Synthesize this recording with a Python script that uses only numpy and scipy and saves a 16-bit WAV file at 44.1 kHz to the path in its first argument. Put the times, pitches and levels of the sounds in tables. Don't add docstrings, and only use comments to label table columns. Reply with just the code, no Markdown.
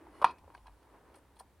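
import sys
import numpy as np
from scipy import signal
from scipy.fft import rfft, irfft
from scipy.io import wavfile
from scipy.ndimage import uniform_filter1d

SR = 44100
rng = np.random.default_rng(int(sys.argv[2]) if len(sys.argv) > 2 else 0)


def master(y):
    cut = np.clip(np.atleast_2d(y).T, -1, 1)
    pcm = np.round(cut * 32767)
    wavfile.write(sys.argv[1], SR, pcm.astype(np.int16))


def amplitude_ratio(level_db):
    exponent = np.asarray(level_db, float) / 20
    return 10 ** exponent


N = 70560

# [f/Hz, level/dB]
AIR_TONE = [(100, -1.5), (300, -9.5), (1000, -14.5), (1400, -17.5), (3000, -24), (6500, -29.5),
            (9500, -28.5), (15800, -33.5)]
# [f/Hz, level/dB]
RUMBLE_SWELL = [(0.0, -79), (0.044, -61.5), (0.338, -60), (0.352, -69), (0.472, -55.5), (0.494, -65),
                (0.726, -55), (0.796, -68), (0.922, -64.5), (1.01, -71), (1.108, -62), (1.144, -71),
                (1.238, -64.5), (1.572, -65.5), (1.6, -60)]
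RUMBLE_TONE = [(25, -25.5), (42, -22), (52, 3), (65, -2.5), (82, -2.5), (105, -19), (160, -51)]
# [f/Hz, level/dB]
RUB_SWELL = [(0, -59.5), (.09, -60), (.14, -60), (.2, -57.5), (.3, -53), (.4, -71), (.52, -64), (.62, -76),
             (.7, -71), (.8, -69), (.88, -65.5), (.95, -61), (1.02, -64), (1.1, -62.5), (1.17, -63),
             (1.22, -68.5), (1.4, -71), (1.6, -75.5)]
RUB_TONE = [(150, -16), (300, 2.5), (450, -0.5), (700, -5), (1000, -7), (1550, -9.5), (6000, -41.5)]
# [f/Hz, likeness 0..1]
LIKENESS = [(60, 0.97), (250, 0.92), (700, 0.89), (1650, 0.88), (4970, .4), (9000, .6), (15000, .7)]
# [t/s, level/dB]
CHATTER_SWELL = [(0, -75.5), (.4, -67), (.45, -71.5), (.53, -62.5), (.6, -67.5), (.63, -78), (.66, -60.5),
                 (.72, -70), (.78, -77), (.88, -74), (.95, -62.5), (1.0, -75), (1.1, -69.5), (1.2, -77),
                 (1.43, -74.5), (1.6, -83.5)]
# [f/Hz, level/dB]
SHIVER_RINGS = [(3300, -8), (4170, -7), (4790, -8.5)]
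# [t/s, peak level/dB, pitch ratio, bright part level/dB, ring ratio]
KNOCKS = [(.069, -33.5, 0.94, -10, 0.73), (.437, -45, 0.91, -24, 1.04), (.444, -39, 0.91, -14, 0.34),
          (.4775, -36.5, 0.55, -22, 1.05), (0.502, -33.5, 1.03, -2.5, 0.65), (0.517, -47.5, 0.97, -7, 2.9),
          (0.549, -30, 1.02, -3.5, 0.89), (.577, -41, 0.71, 9.5, 0.39), (0.658, -47.5, 1.18, 4.5, 1.1),
          (0.667, -37.5, 1.04, -12, 1.3), (0.673, -55, 0.76, 12, 0.4), (0.680, -31.5, 0.95, -4, 0.74),
          (.695, -41, 1.03, -15, 0.58), (1.144, -45, 0.85, 1, 1.4), (1.150, -54, 0.88, 3, 0.9),
          (1.160, -46, 1.06, -6, 1.3), (1.170, -41.5, 0.56, -18, 1), (1.3675, -41, 0.93, -3, 0.91),
          (1.399, -38.5, 1.03, -6, 1.4), (1.4048, -33.5, 1.01, -16, 1.7)]
# [t/s, peak level/dB, pitch ratio, bright part level/dB]
SLIPS = [
    (0.2154, -17, 1.1, -4.5),
    (0.2186, -16.5, 1.02, -4),
    (0.2207, -26.5, 0.52, -10),
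    (0.2244, -10.5, 1.103, -7.5),
    (0.2253, -20, 0.64, -7),
    (0.228, -23, 1.3, -6.5),
    (0.2342, -33, 0.94, -19.5),
    (0.241, -43, 0.65, -3.5),
]
# [level/dB, t60/s]
BODY_HZ = [180, 585, 780, 938, 1090, 1218, 1372, 1640]
BODY_MODES = [(-30, .02), (-26, .021), (-12.5, .024), (0, .017), (-20, .04), (-8, .014), (-17, .023),
              (-30, .035)]
# [level/dB, t60/s]
WALL_HZ = [1900, 2350, 2520, 2970, 3320, 3570, 4220, 4740, 5600, 6300, 8600, 9350, 10400]
WALL_MODES = [(-32, 0.016), (-33, 0.034), (-33.5, 0.054), (-40.5, 0.048), (-36.5, 0.032), (-44, 0.021),
              (-51.5, 0.013), (-47.5, 0.021), (-60.5, 0.028), (-51.5, 0.025), (-46.5, 0.015),
              (-55.5, 0.018), (-43, .012)]
# [f/Hz, level/dB]
CRACK_TONE = [(1500, 5.5), (3000, 9.5), (5000, -3.5), (7200, -20.5), (9500, -5.5), (11500, -27),
              (15500, -26)]
# [t/s, level/dB]
SWISH_SWELL = [(0, -89), (.12, -80.5), (.17, -72.5), (.24, -75), (.34, -99), (.5, -83.5), (.58, -82),
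               (.75, -83.5), (1.6, -95.5)]
# [f/Hz, level/dB]
CREAK_TOPS = [(1990, -12.5), (2890, -14.5), (4240, -17)]
# [t/s, peak level/dB, f/Hz, t60/s]
PINGS = [(.2175, -33.5, 596, 0.057), (.2235, -34.5, 590, 0.034), (0.4781, -48, 916, 0.023),
         (.5015, -51, 1570, 0.019), (.5015, -64, 2300, .015), (0.548, -43, 1595, 0.019),
         (.549, -53, 2220, 0.017), (.549, -61, 2530, 0.028), (0.547, -66, 4420, 0.037),
         (.548, -69, 4670, 0.03), (.548, -68, 5630, .025), (0.5762, -67, 3220, .015),
         (0.577, -67, 4180, 0.017), (0.667, -60, 1648, 0.067), (.668, -63, 2560, .035),
         (.669, -66, 3240, 0.039), (.669, -69, 4120, 0.046), (.669, -73, 4660, 0.022),
         (.668, -69, 2170, 0.027), (1.142, -66.5, 3280, 0.027), (1.142, -65.5, 2250, .03),
         (1.142, -77, 4150, .03), (1.158, -66.5, 4460, 0.024), (1.145, -59, 1350, .04),
         (1.367, -69, 4160, 0.035), (1.366, -64, 3410, .02), (1.394, -62.5, 3290, 0.048),
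         (1.395, -60, 4160, 0.046), (1.398, -62.5, 4720, 0.041), (1.395, -62, 5540, 0.044),
         (1.398, -60.5, 1758, 0.054), (1.401, -57.5, 1387, 0.038), (1.406, -45, 768.5, 0.049),
         (0.306, -62.5, 4200, .06), (.312, -68, 4800, .05), (.381, -77, 4190, 0.035),
         (.296, -51.5, 2525, 0.076)]
# [t/s, level/dB, length/s, lower part level/dB]
TICKS = [(.2185, -60, .008, 11), (.225, -60.5, .005, 10), (0.29, -68.5, 0.041, -7), (0.31, -58, 0.0084, 6),
         (0.385, -61.5, 0.0085, 7), (0.544, -60.5, 0.0054, -2), (0.57, -65, 0.0051, 4),
         (0.669, -65.5, 0.0079, 11.5), (0.83, -72.5, 0.0054, 12.5), (1.143, -60, 0.0063, 4),
         (1.157, -51.5, 0.012, -5), (1.173, -62, 0.0083, -15), (1.186, -60, 0.0066, -4),
         (1.363, -66.5, 0.029, -1.5), (1.369, -68, 0.0065, -4), (1.393, -51.5, 0.013, -9.5),
         (1.399, -41.5, 0.0061, -17)]
# [f/Hz, level/dB]
TICK_TONE = [(500, -11), (2000, -6.5), (4500, -12), (7000, -19), (9400, -15), (11000, -15), (15500, -35)]
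# [f/Hz, level/dB]
JINGLE = [(3350, -8.5), (4180, -10), (4740, -12), (5500, -13), (8650, -4.5), (9350, -2), (10300, -6)]
PAN_HZ = [2345, 2535]
PAN_LEVELS = [-61, -54]
# [f/Hz, t60/s]
ROOM_DECAY = [(150, 0.71), (400, 0.08), (1000, 0.17), (2500, 0.12), (5000, 0.12), (10000, 0.06)]
# [f/Hz, left minus right level/dB]
LEAN = [(1500, 0.5), (2400, 2), (4400, -8), (6200, -9.5), (8100, 9), (10000, 5.5), (14000, -2)]

SNAP_S, SNAP_DB = 0.24355, 4.5
HELD_DB = -7.5


def evened(x):
    return x / np.sqrt(np.mean(x ** 2) + 1e-20)


def read(points, hz):
    f, value = np.transpose(points)
    return np.interp(np.log(hz + 1), np.log(f + 1), value)


def along(points):
    return np.interp(np.arange(N) / SR, *np.transpose(points))


def add(mix, s, sound):
    part = mix[round(s * SR):][:len(sound)]
    part += sound[:len(part)]


def colour(x, points, slope_db=-30):
    hz = np.fft.rfftfreq(x.shape[-1], 1 / SR) + 1
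    below = np.maximum(np.log2(points[0][0] / hz), 0)
    above = np.maximum(np.log2(hz / points[-1][0]), 0)
    return irfft(rfft(x) * amplitude_ratio(read(points, hz) + slope_db * (below + above)), x.shape[-1])


def resonate(x, hz, width):
    turn = np.exp(2j * np.pi * np.cumsum(hz * np.ones(len(x))) / SR)
    r = np.exp(-np.pi * width / SR)
    return evened((turn * signal.lfilter([1], [1, -2 * r, r * r], x / turn)).real)


def pair(x, y):
    same = np.clip(read(LIKENESS, np.fft.rfftfreq(N, 1 / SR)), 0, 1)
    middle = np.sqrt((1 + same) / 2) * rfft(x)
    side = np.sqrt((1 - same) / 2) * rfft(y)
    return irfft(np.array([middle + side, middle - side]), N)


def background():
    noise = rng.standard_normal((5, N))
    t = np.arange(N) / SR
    air = amplitude_ratio(-70) * pair(*evened(colour(noise[:2], AIR_TONE)))
    low = evened(colour(noise[2:4], RUMBLE_TONE))
    low = low / (abs(signal.hilbert(low[0])) + 0.59)
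    rumble = amplitude_ratio(along(RUMBLE_SWELL) + 3.5) * pair(*low)
    drone_hz = np.maximum(351 - 200 * t, 280)
    drone = amplitude_ratio(-54.5 - 60 * t / 0.4) * resonate(noise[4], drone_hz, 49)
    return air + rumble + drone


def rub():
    grains_per_s, grain_db = 900, -1.5
    hits = rng.random((2, N)) < grains_per_s / SR
    sizes = amplitude_ratio(grain_db * np.minimum(rng.exponential(1, (2, N)), 4))
    grains = hits * sizes * rng.standard_normal((2, N))
    x = colour(evened(grains) + 1.4 * rng.standard_normal((2, N)), RUB_TONE)
    return amplitude_ratio(along(RUB_SWELL) - 1) * pair(*evened(x))


def chatter():
    t = np.arange(N) / SR
    nudges_per_s, shiver_db, shiver_t60, shiver_end_s = 900, -54.5, 0.28, 0.325
    nudges = (rng.random(N) < nudges_per_s / SR) * rng.standard_normal(N)
    rubbed_shell = amplitude_ratio(along(CHATTER_SWELL)) * resonate(nudges, 930, 220)
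    shiver = (t > SNAP_S) * amplitude_ratio(shiver_db - 60 * abs(t - SNAP_S) / shiver_t60)
    shiver = shiver * np.clip((shiver_end_s - t) / 0.008, 0, 1)
    grit = (rng.random(N) < 0.08) * rng.standard_normal(N)
    rings = sum(amplitude_ratio(db) * resonate(grit, hz, 120) for hz, db in SHIVER_RINGS)
    return rubbed_shell + shiver * (resonate(grit, 3820, 1700) + rings)


def knock(level_db, ratio, bright_db, ring, lid_db, phases, crack):
    t = np.arange(5000) / SR
    lid_from_hz = 1.01 * BODY_HZ[3]
    body = np.zeros(len(t))
    for hz, (db, t60) in zip(BODY_HZ, BODY_MODES):
        swing = np.sign(hz - lid_from_hz)
        level = db + lid_db * (hz > lid_from_hz)
        body += swing * amplitude_ratio(level - 60 * t / (t60 * ring)) * np.sin(2 * np.pi * hz * ratio * t)
    body = body * (1 - np.exp(-t / (0.003 * ring)))
    walls = amplitude_ratio(-31.5) * crack * np.exp(-t / 0.0039)
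    for hz, (db, t60), phase in zip(WALL_HZ, WALL_MODES, phases):
        walls += amplitude_ratio(db - 60 * t / (t60 * ring)) * np.sin(2 * np.pi * (hz * t + phase))
    return amplitude_ratio(level_db) * (body + amplitude_ratio(bright_db) * walls * (1 - np.exp(-t / 0.0008)))


def knocks():
    out = np.zeros(N)
    slip_ring = 1.05
    rows = [(SNAP_S, SNAP_DB, 1, 0, 1, 0)]
    rows += [tuple(row) + (slip_ring, HELD_DB / 2) for row in SLIPS]
    rows += [tuple(row) + (HELD_DB,) for row in KNOCKS]
    cracks = evened(colour(rng.standard_normal((40, 5000)), CRACK_TONE))
    all_phases = rng.random((40, len(WALL_HZ)))
    for (s, *rest), phases, crack in zip(rows, all_phases, cracks):
        add(out, s, knock(*rest, phases, crack))
    return signal.sosfilt(signal.butter(2, 150, "high", fs=SR, output="sos"), out)


def swish(white):
    hiss = evened(colour(white, TICK_TONE))
    return (hiss + 0.36 * resonate(white, 9710, 1900)) * amplitude_ratio(along(SWISH_SWELL))


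def creak(white):
    creak_s, length_s = 0.16, 0.032
    swell = amplitude_ratio(-62) * np.exp(-((np.arange(N) / SR - creak_s) / length_s) ** 2)
    tops = sum(amplitude_ratio(db) * resonate(white, hz, 110) for hz, db in CREAK_TOPS)
    return swell * (resonate(white, 1070, 70) + tops)


def pings():
    out, t = np.zeros(N), np.arange(6000) / SR
    for s, db, hz, t60 in PINGS:
        shape = amplitude_ratio(db - 60 * t / max(t60, 0.005)) * (1 - np.exp(-t / 0.0024))
        add(out, s, shape * 1.4 * np.sin(2 * np.pi * hz * t))
    return out * (1 + 0.5 * evened(uniform_filter1d(rng.standard_normal(N), size=70)))


def ticks(white):
    jingle = evened(sum(amplitude_ratio(db) * resonate(white, hz, 380) for hz, db in JINGLE))
    hiss = evened(colour(white, TICK_TONE))
    jingle_share = 0.41
    tone = (1 - jingle_share) * hiss + jingle_share * jingle
    low = signal.sosfiltfilt(signal.butter(4, 7000, fs=SR, output="sos"), tone)
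    high_swell, low_swell = np.zeros((2, N))
    u = np.arange(4000) / SR
    for s, db, length, low_db in TICKS:
        shape = amplitude_ratio(db) * (u / length) * np.exp(1 - 2.88 * u / length) * 1.4
        add(high_swell, s - 0.34 * length, shape)
        add(low_swell, s - 0.29 * length, shape * amplitude_ratio(low_db))
    return (tone - low) * high_swell + low * low_swell


def pans():
    t = np.arange(N) / SR - SNAP_S
    decay = (t > 0) * amplitude_ratio(-60 * abs(t) / 0.32)
    return decay * sum(amplitude_ratio(db) * resonate(rng.standard_normal(N), hz, 90) for hz, db in zip(PAN_HZ, PAN_LEVELS))


def room(x):
    wide, gap_s = 0.17, 0.011
    taps = np.zeros((2, SR // 2))
    at = np.arange(0, SR // 2 - 20, 20)
    at = at + rng.integers(0, 20, (2, len(at)))
    np.put_along_axis(taps, at, rng.choice([-1., 1.], at.shape), 1)
    side = wide * np.gradient(taps[1])
    taps = np.array([taps[0] + side, taps[0] - side])
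    hz, t, z = signal.stft(taps, SR, nperseg=256)
    t60 = np.maximum(read(ROOM_DECAY, hz), 0.02)[:, None]
    tail = signal.istft(z * amplitude_ratio(-60 * t / t60), SR, nperseg=256)[1]
    tail = np.pad(tail / np.linalg.norm(tail[0]), ((0, 0), (round(gap_s * SR), 0)))
    return amplitude_ratio(-16) * signal.fftconvolve(x[None], tail, axes=1)[:, :N]


def scene():
    struck = knocks()
    white = rng.standard_normal(N)
    case = struck + swish(white) + creak(white) + ticks(white) + pans()
    wet = room(case)
    beds = rub() + background()
    near = case + wet + chatter() + pings()
    lean = read(LEAN, np.fft.rfftfreq(N, 1 / SR)) / 2
    return irfft(rfft(near) * amplitude_ratio(np.array([lean, -lean])), N) + beds


def top_cut(x):
    return signal.sosfilt(signal.butter(12, 16410, fs=SR, output="sos"), x)


def record(dry):
    return top_cut(dry)


dry = scene()
out = record(dry)
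master(out)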